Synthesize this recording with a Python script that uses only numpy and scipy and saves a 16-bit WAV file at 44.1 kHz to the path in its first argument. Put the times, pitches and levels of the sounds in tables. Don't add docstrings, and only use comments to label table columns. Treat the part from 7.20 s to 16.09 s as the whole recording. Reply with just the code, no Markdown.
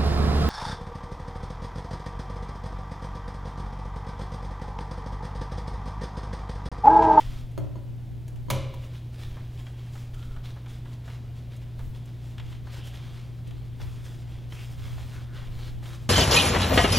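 import sys
import numpy as np
from scipy import signal
from scipy.fft import rfft, irfft, next_fast_len
from scipy.io import wavfile
from scipy.ndimage import uniform_filter1d, map_coordinates

SR = 44100
rng = np.random.default_rng(int(sys.argv[2]) if len(sys.argv) > 2 else 0)


def bounce(signal):
    frames = np.transpose(np.atleast_2d(signal))
    limited = np.clip(frames, -1, 1)
    pcm = np.round(limited * 32767).astype(np.int16)
    wavfile.write(sys.argv[1], SR, pcm)


N = 392084


def amp(db):
    return 10 ** (np.asarray(db) / 20)


def unit(x):
    return x / np.sqrt(np.mean(x ** 2) + 1e-20)


def clock():
    return np.arange(N) / SR


def along(points, hz):
    f, values = np.transpose(points)
    return np.interp(np.log(hz + 1), np.log(f + 1), values)


def wobble(rate_hz):
    knots = rng.standard_normal(int(N * rate_hz / SR) + 4)
    return map_coordinates(knots, [clock() * rate_hz])


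def filtered(x, response):
    size = next_fast_len(N + SR // 2)
    return irfft(rfft(x, size) * response(np.fft.rfftfreq(size, 1 / SR)), size)[..., :N]


def coloured(x, spectrum):
    return unit(filtered(x, lambda hz: amp(along(spectrum, hz))))


def noise(spectrum):
    return coloured(rng.standard_normal(N), spectrum)


def decay(at_s, t60_s):
    envelope, start = np.zeros(N + SR), max(round(at_s * SR), 0)
    envelope[start:start + SR // 4] = amp(-60 * np.arange(SR // 4) / SR / t60_s)
    return envelope[:N]


def ring(modes, scatter_db):
    t = np.arange(SR) / SR
    return sum(amp(db + scatter_db * rng.standard_normal() - 60 * t / t60_s) * np.sin(2 * np.pi * hz * t)
               for hz, db, t60_s in modes)


def add(track, at_s, sound):
    start = round(at_s * SR)
    sound, start = sound[max(-start, 0):], max(start, 0)
    track[start:start + len(sound)] += sound[:N - start]


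# f/Hz, t60/s
ROOM_DECAY = [(150, 0.96), (600, 0.67), (3000, 0.9), (6000, 0.52), (10000, 0.35), (15000, 0.17)]

def kitchen(x, wet_db):
    hz, t, bins = signal.stft(rng.standard_normal(SR), SR, nperseg=256)
    tail = signal.istft(bins * amp(-60 * t / along(ROOM_DECAY, hz)[:, None]), SR, nperseg=256)[1]
    tail *= 1 - np.exp(-np.arange(len(tail)) / SR / 0.00043)
    return x + amp(wet_db) * signal.fftconvolve(x, tail / np.linalg.norm(tail))[:N]


def slips(rate_hz, spread_db, smooth, patchy_db):
    sizes = rng.standard_normal(N) * amp(spread_db * np.minimum(rng.exponential(size=N), 4))
    impulses = unit(sizes * (rng.random(N) < rate_hz / SR))
    bins = signal.stft(impulses + smooth * rng.standard_normal(N), nperseg=512)[2]
    patches = uniform_filter1d(rng.standard_normal(bins.shape), size=5, axis=0)
    patches = uniform_filter1d(patches, size=14, axis=1)
    return signal.istft(bins * amp(patchy_db * unit(patches)), nperseg=512)[1][:N]


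def stroke(length_s, rise_s=0.039, sag_db=3.5, release_s=0.03):
    t = np.arange(SR) / SR
    rise = np.sin(np.pi / 2 * np.clip(t / rise_s, 0, 1)) ** 2
    sag = amp(-sag_db * np.clip(t / length_s, 0, 1))
    release = np.exp(-np.maximum(t - length_s, 0) / release_s)
    return rise * sag * release


# t/s, length/s, level/dB, brightness/dB
WIPES = [(-.05, 0.072, -42.5, -2), (0.011, 0.19, -55, 2), (1.57, 0.21, -58, 1.5), (1.904, 0.069, -56.5, 2),
         (1.965, 0.068, -48.5, 0), (2.075, 0.22, -61, 0), (2.28, 0.24, -60, 3.5), (2.553, 0.16, -58, 1.5),
         (2.696, 0.13, -55.5, 6.5), (2.912, 0.23, -60.5, 3), (3.219, 0.074, -50, 1.5),
         (3.467, 0.091, -55, 3), (3.66, 0.088, -58, 3), (3.827, 0.13, -54.5, 0), (4.14, 0.053, -55, -1),
         (4.289, 0.054, -55, -2), (4.392, 0.037, -55, -1), (4.561, 0.032, -53, -1),
         (4.727, 0.036, -52, 1.5), (4.843, 0.18, -66, 2), (5.001, 0.11, -57.5, 5.5), (5.162, 0.14, -61, 1),
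         (5.281, .07, -54, 0), (5.439, 0.088, -53, -5), (5.506, 0.073, -45.5, 0), (5.619, .07, -51, 6),
         (5.71, 0.33, -55.5, -0.5), (6.02, 0.18, -65, 2), (6.25, 0.22, -62, -1), (6.589, 0.073, -46.5, -4),
         (6.665, 0.13, -55, 3), (6.789, 0.21, -55, 5), (7.047, 0.22, -60, -1), (7.278, 0.25, -53.5, 6),
         (7.556, 0.46, -52.5, 1), (8.114, 0.15, -51, -6), (8.287, 0.1, -55, -2), (8.363, .14, -50.5, 0.5),
         (8.609, 0.15, -49.5, 3), (8.757, .13, -62.5, 8)]
# f/Hz, level/dB
DRAG_SPECTRUM = [(150, -54), (350, 6.5), (600, -2), (1000, -0.5), (1600, -1), (2600, -2), (3300, 1.5),
                 (4000, -4), (5500, -11.5), (7500, -21.5), (15500, -34)]
# f/Hz, level/dB
FIBRE_SPECTRUM = [(2500, -16), (5000, 6.5), (7000, 5), (9000, 1.5), (13000, -2), (15500, -2)]

def cloth(fibre_db=-9, rest_from_s=1.6, rest_db=-68, rest_bright_db=-6):
    resting = clock() > rest_from_s
    drag_power = resting * amp(rest_db) ** 2
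    hiss_power = resting * amp(rest_db + rest_bright_db) ** 2
    for start_s, length_s, db, bright_db in WIPES:
        pressure = amp(db) * stroke(length_s)
        add(drag_power, start_s, pressure ** 2)
        add(hiss_power, start_s, (amp(bright_db) * pressure) ** 2)
    drag = coloured(slips(rate_hz=700, spread_db=0.5, smooth=1.0, patchy_db=1.5), DRAG_SPECTRUM)
    hiss = coloured(slips(rate_hz=3700, spread_db=1.0, smooth=1.5, patchy_db=-1.0), FIBRE_SPECTRUM)
    rub = np.sqrt(drag_power) * drag + np.sqrt(hiss_power) * hiss * amp(fibre_db)
    flutter_db = 2.14 * wobble(35)
    return kitchen(rub * amp(flutter_db), wet_db=-8.5)


# f/Hz, level/dB
HUM_PARTIALS = [(59.5, -45), (120, -35), (240, -58.5)]

def appliance_hum():
    lead_rad, balance_db = np.array([[.2], [-.2]]), [[.65], [-.65]]
    hum = np.zeros((2, N))
    for hz, db in HUM_PARTIALS:
        gain = amp(db + 0.28 * wobble(1.4))
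        drift_rad = 0.028 * wobble(1.2)
        hum += gain * np.sin(2 * np.pi * hz * clock() + lead_rad + drift_rad)
    return hum * amp(balance_db)


# f/Hz, correlation
COHERENCE = [(25, 1), (42, .98), (58, 0.13), (130, 0.21), (190, 0.72), (310, 0.48), (500, 0.78),
             (1000, 0.84), (1500, 0.99), (2000, 1)]

def wide(spectrum):
    def angle_rad(hz):
        return np.arccos(np.clip(along(COHERENCE, hz), -1, 1)) / 2
    mid = filtered(noise(spectrum), lambda hz: np.cos(angle_rad(hz)))
    side = filtered(noise(spectrum), lambda hz: np.sin(angle_rad(hz)))
    return np.array([mid + side, mid - side])


# middle t/s, length/s, deep level/dB, thump level/dB
BODY_SHIFTS = [(0.124, 0.55, -34, -56), (1.4, 1, -48, -56.5), (2.094, 0.21, -42, -46),
               (2.343, 0.45, -51, -66), (3.076, 0.83, -38, -57), (4.658, 0.23, -39, -42.5),
               (6.645, 0.22, -68, -42), (7.74, 0.6, -51, -42), (8.4, 0.65, -41, -46.5)]
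# f/Hz, level/dB
DEEP_SPECTRUM = [(8, 4), (20, 1), (32, 10), (50, -8), (120, -74)]
THUMP_SPECTRUM = [(25, -28), (52, -1.5), (85, 4), (120, -5.5), (250, -49)]
AIR_SPECTRUM = [(20, -7), (80, -4.5), (150, 2), (190, -8), (260, -9), (350, -11), (480, -19), (700, -20),
                (1230, -31), (3500, -33), (5700, -41.5), (9000, -50), (15500, -55.5)]

def room_tone(deep_db=-51, thump_db=-44.5, air_db=-46.8):
    deep, thump = amp(deep_db), amp(thump_db)
    for middle_s, length_s, deep_swell_db, thump_swell_db in BODY_SHIFTS:
        swell = np.cos(np.pi * np.clip((clock() - middle_s) / length_s, -.5, .5)) ** 2
        deep += amp(deep_swell_db) * swell
        thump += amp(thump_swell_db) * swell
    rumble = deep * wide(DEEP_SPECTRUM) + thump * wide(THUMP_SPECTRUM)
    balance_db = [[.3], [-.3]]
    return (rumble + amp(air_db) * wide(AIR_SPECTRUM)) * amp(balance_db)


# t/s, level/dB, hardness 0-1
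CONTACTS = [(.315, -47, 0.82), (1.08, -38.5, 0.9), (1.159, -43, 0.83), (1.749, -46, 0.54),
            (2.168, -37.5, 0.13), (2.467, -37, 0.41), (2.754, -37, 0.24), (2.943, -40, 0.84),
            (3.027, -42, .5), (3.163, -37.5, 0.22), (3.362, -39, 0.22), (3.461, -37, 0.36),
            (3.657, -39, 0.27), (3.878, -35.5, 0.25), (4.364, -47.5, 0.97), (4.593, -34.5, 0.27),
            (4.856, -47.5, 0.93), (5.181, -35, .5), (5.198, -37.5, .5), (5.327, -44, 0.5),
            (5.471, -40.5, 0.07), (5.672, -34, 0.83), (6.274, -41.5, 0.83), (6.309, -40, 0.7),
            (6.6, -41, 0.15), (7.323, -38, 0.5), (7.778, -36, .3), (8.627, -42, 0.15), (8.657, -39, .5)]
# hardness 0-1, thud level/dB, body level/dB, tick level/dB
TOUCH_MIX = [(0, -6, -26, -25), (.5, -16, -5.5, -36), (1, -25, -16.5, -6.5)]
# f/Hz, level/dB
THUD_SPECTRUM = [(100, -29), (300, -10), (700, 3), (1100, 1.5), (1800, -3.5), (5000, -57)]
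BODY_SPECTRUM = [(500, -34), (900, -4), (1400, -1), (2300, -1), (3200, 4.5), (4500, -12), (8000, -20),
                 (15000, -38)]
TICK_SPECTRUM = [(2500, -15), (6000, 6.5), (11000, 3.5), (15500, -3)]

def taps():
    thud, body, tick = np.zeros((3, N))
    steps, *parts = np.transpose(TOUCH_MIX)
    for at_s, db, hardness in CONTACTS:
        thud_db, body_db, tick_db = (db + np.interp(hardness, steps, part) for part in parts)
        thud += amp(thud_db) * decay(at_s, t60_s=0.12)
        body += amp(body_db) * decay(at_s, t60_s=0.05)
        tick += amp(tick_db) * decay(at_s, t60_s=0.054)
    knocks = thud * noise(THUD_SPECTRUM) + body * noise(BODY_SPECTRUM) + tick * noise(TICK_SPECTRUM)
    return kitchen(knocks, wet_db=-9.5)


# t/s, then level/dB of ring, tink, clunk, snap, boom
HEAD_BLOWS = [(0.378, -47.5, -64, -36.5, -44, -34.5), (.557, -53, -46, -48, -66, -64),
              (1.285, -55, -50, -47, -71, -62), (1.3021, -28.5, -27.5, -38, -19, -26),
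              (1.539, -59, -46, -49, -44.5, -61)]
# f/Hz, level/dB, t60/s
FAUCET_MODES = [(390, -12.5, 0.53), (538, -5, 0.84), (568, -7, .71), (630, -16, 0.76), (655, -15, 0.36),
                (810, -23, 0.23), (1010, -15, 0.81), (1040, -23, 0.54), (2105, -10, 0.16),
                (3080, -10.5, 0.18), (3310, -11, 0.2), (4300, -8, 0.12), (6600, -9, .1), (6900, -28, .12),
                (10300, -37, .14), (10800, -33, .12)]
CLIP_MODES = [(940, -17, 0.097), (954, -3, 0.11), (978, 0, 0.21), (1050, -28, 0.11), (1120, -28, .12)]
BASIN_MODES = [(91.6, -6, 0.77), (124, -15, 0.38), (127.6, 3, 0.97), (157, -26, 0.27), (199, -2, 0.27)]
# delay/s, level/dB
CLIP_CHATTER = [(0, 0), (.0028, 0.5), (.0068, -1.5), (0.0102, -7.5)]
# f/Hz, level/dB
SNAP_SPECTRUM = [(150, 3), (600, 8.5), (1050, 15), (1400, -5), (2100, 2), (3200, 1), (4500, -4.5),
                 (7000, -6), (8500, -11), (11000, -6), (15500, -8)]
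CLUNK_SPECTRUM = [(120, -20), (220, -2), (330, 7.5), (450, -5), (600, 5), (720, -9), (1000, -14),
                  (1500, -19), (4000, -38)]

def spray_head(rattle_db=2.5):
    steel, basin, clunk, chatter = np.zeros((4, N))
    swell = 1 - np.exp(-np.arange(SR) / SR / 0.022)
    for at_s, ring_db, tink_db, clunk_db, _, boom_db in HEAD_BLOWS:
        add(steel, at_s, amp(ring_db) * ring(FAUCET_MODES, scatter_db=1.1))
        add(steel, at_s, amp(tink_db) * ring(CLIP_MODES, scatter_db=-2.0))
        add(basin, at_s, amp(boom_db) * swell * ring(BASIN_MODES, scatter_db=2.0))
        clunk += amp(clunk_db) * decay(at_s, t60_s=0.25)
    steel *= amp(rattle_db * wobble(110))
    for delay_s, db in CLIP_CHATTER:
        contact = sum(amp(snap_db + db) * decay(at_s + delay_s, t60_s=0.018)
                      for at_s, _, _, _, snap_db, _ in HEAD_BLOWS)
        chatter += kitchen(contact * noise(SNAP_SPECTRUM), wet_db=-5)
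    return basin + steel + kitchen(clunk * noise(CLUNK_SPECTRUM), wet_db=-5.5) + chatter


# t/s, thump level/dB, hollow ring level/dB
BUMPS = [(.378, -33.5, -34), (.679, -34, -45), (.91, -31, -42), (1.131, -32, -42), (1.285, -25.5, -27),
         (4.6, -40, -54), (5.19, -37, -55), (6.274, -36, -45), (6.599, -33, -54), (7.621, -36, -67),
         (8.5, -40, -67)]
# f/Hz, level/dB, t60/s
FLOOR_MODES = [(73, -3, 0.2), (94.7, 4, 1), (105, -21, 0.19)]
STAND_MODES = [(200, 2, .2), (295, -1.5, 0.84), (315, -5, .3), (385, -6, 0.18), (475, -9, 0.38),
               (980, -29, 0.15)]

def floor_bumps(scatter_db=3):
    sway = np.zeros(N)
    swell = 1 - np.exp(-np.arange(SR) / SR / 0.01)
    for at_s, thump_db, ring_db in BUMPS:
        add(sway, at_s, amp(thump_db) * swell * ring(FLOOR_MODES, scatter_db))
        add(sway, at_s, amp(ring_db) * ring(STAND_MODES, scatter_db))
    return np.array([sway, -sway])


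# start t/s, end t/s, f/Hz,
# width/Hz, level/dB
RASP_BANDS = [(2.94, 3.193, 1310, 220, -60), (5.545, 5.743, 3060, 1000, -54), (6.78, 6.98, 3520, 250, -65),
              (7.34, 7.468, 2650, 1400, -53), (7.918, 8.024, 1450, 400, -55), (8.05, 8.26, 1470, 500, -58),
              (8.387, 8.517, 4230, 1000, -57)]

def rasps():
    rasp = np.zeros(N)
    for start_s, end_s, hz, width_hz, db in RASP_BANDS:
        band = unit(filtered(rng.standard_normal(N), lambda f: 1 / (1 + (2 * (f - hz) / width_hz) ** 2)))
        progress = np.clip((clock() - start_s) / (end_s - start_s), 0, 1)
        rasp += amp(db) * band * np.abs(np.sin(np.pi * progress)) ** .5
    return rasp


def scene():
    sink_work = cloth() + rasps() + spray_head() + taps()
    return sink_work + floor_bumps() + appliance_hum() + room_tone()


# t/s, side gain
SIDE_GAIN = [(0, 1), (1.5, 0.33), (1.8, 0.0022), (3.84, 0.036), (3.95, 0.34), (8.89, 1)]

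def record(dry):
    top_hz = 15850
    mid = dry.mean(axis=0)
    width = np.interp(clock(), *np.transpose(SIDE_GAIN))
    return filtered(mid + width * (dry - mid), lambda hz: hz < top_hz)


dry = scene()
out = record(dry)
bounce(out)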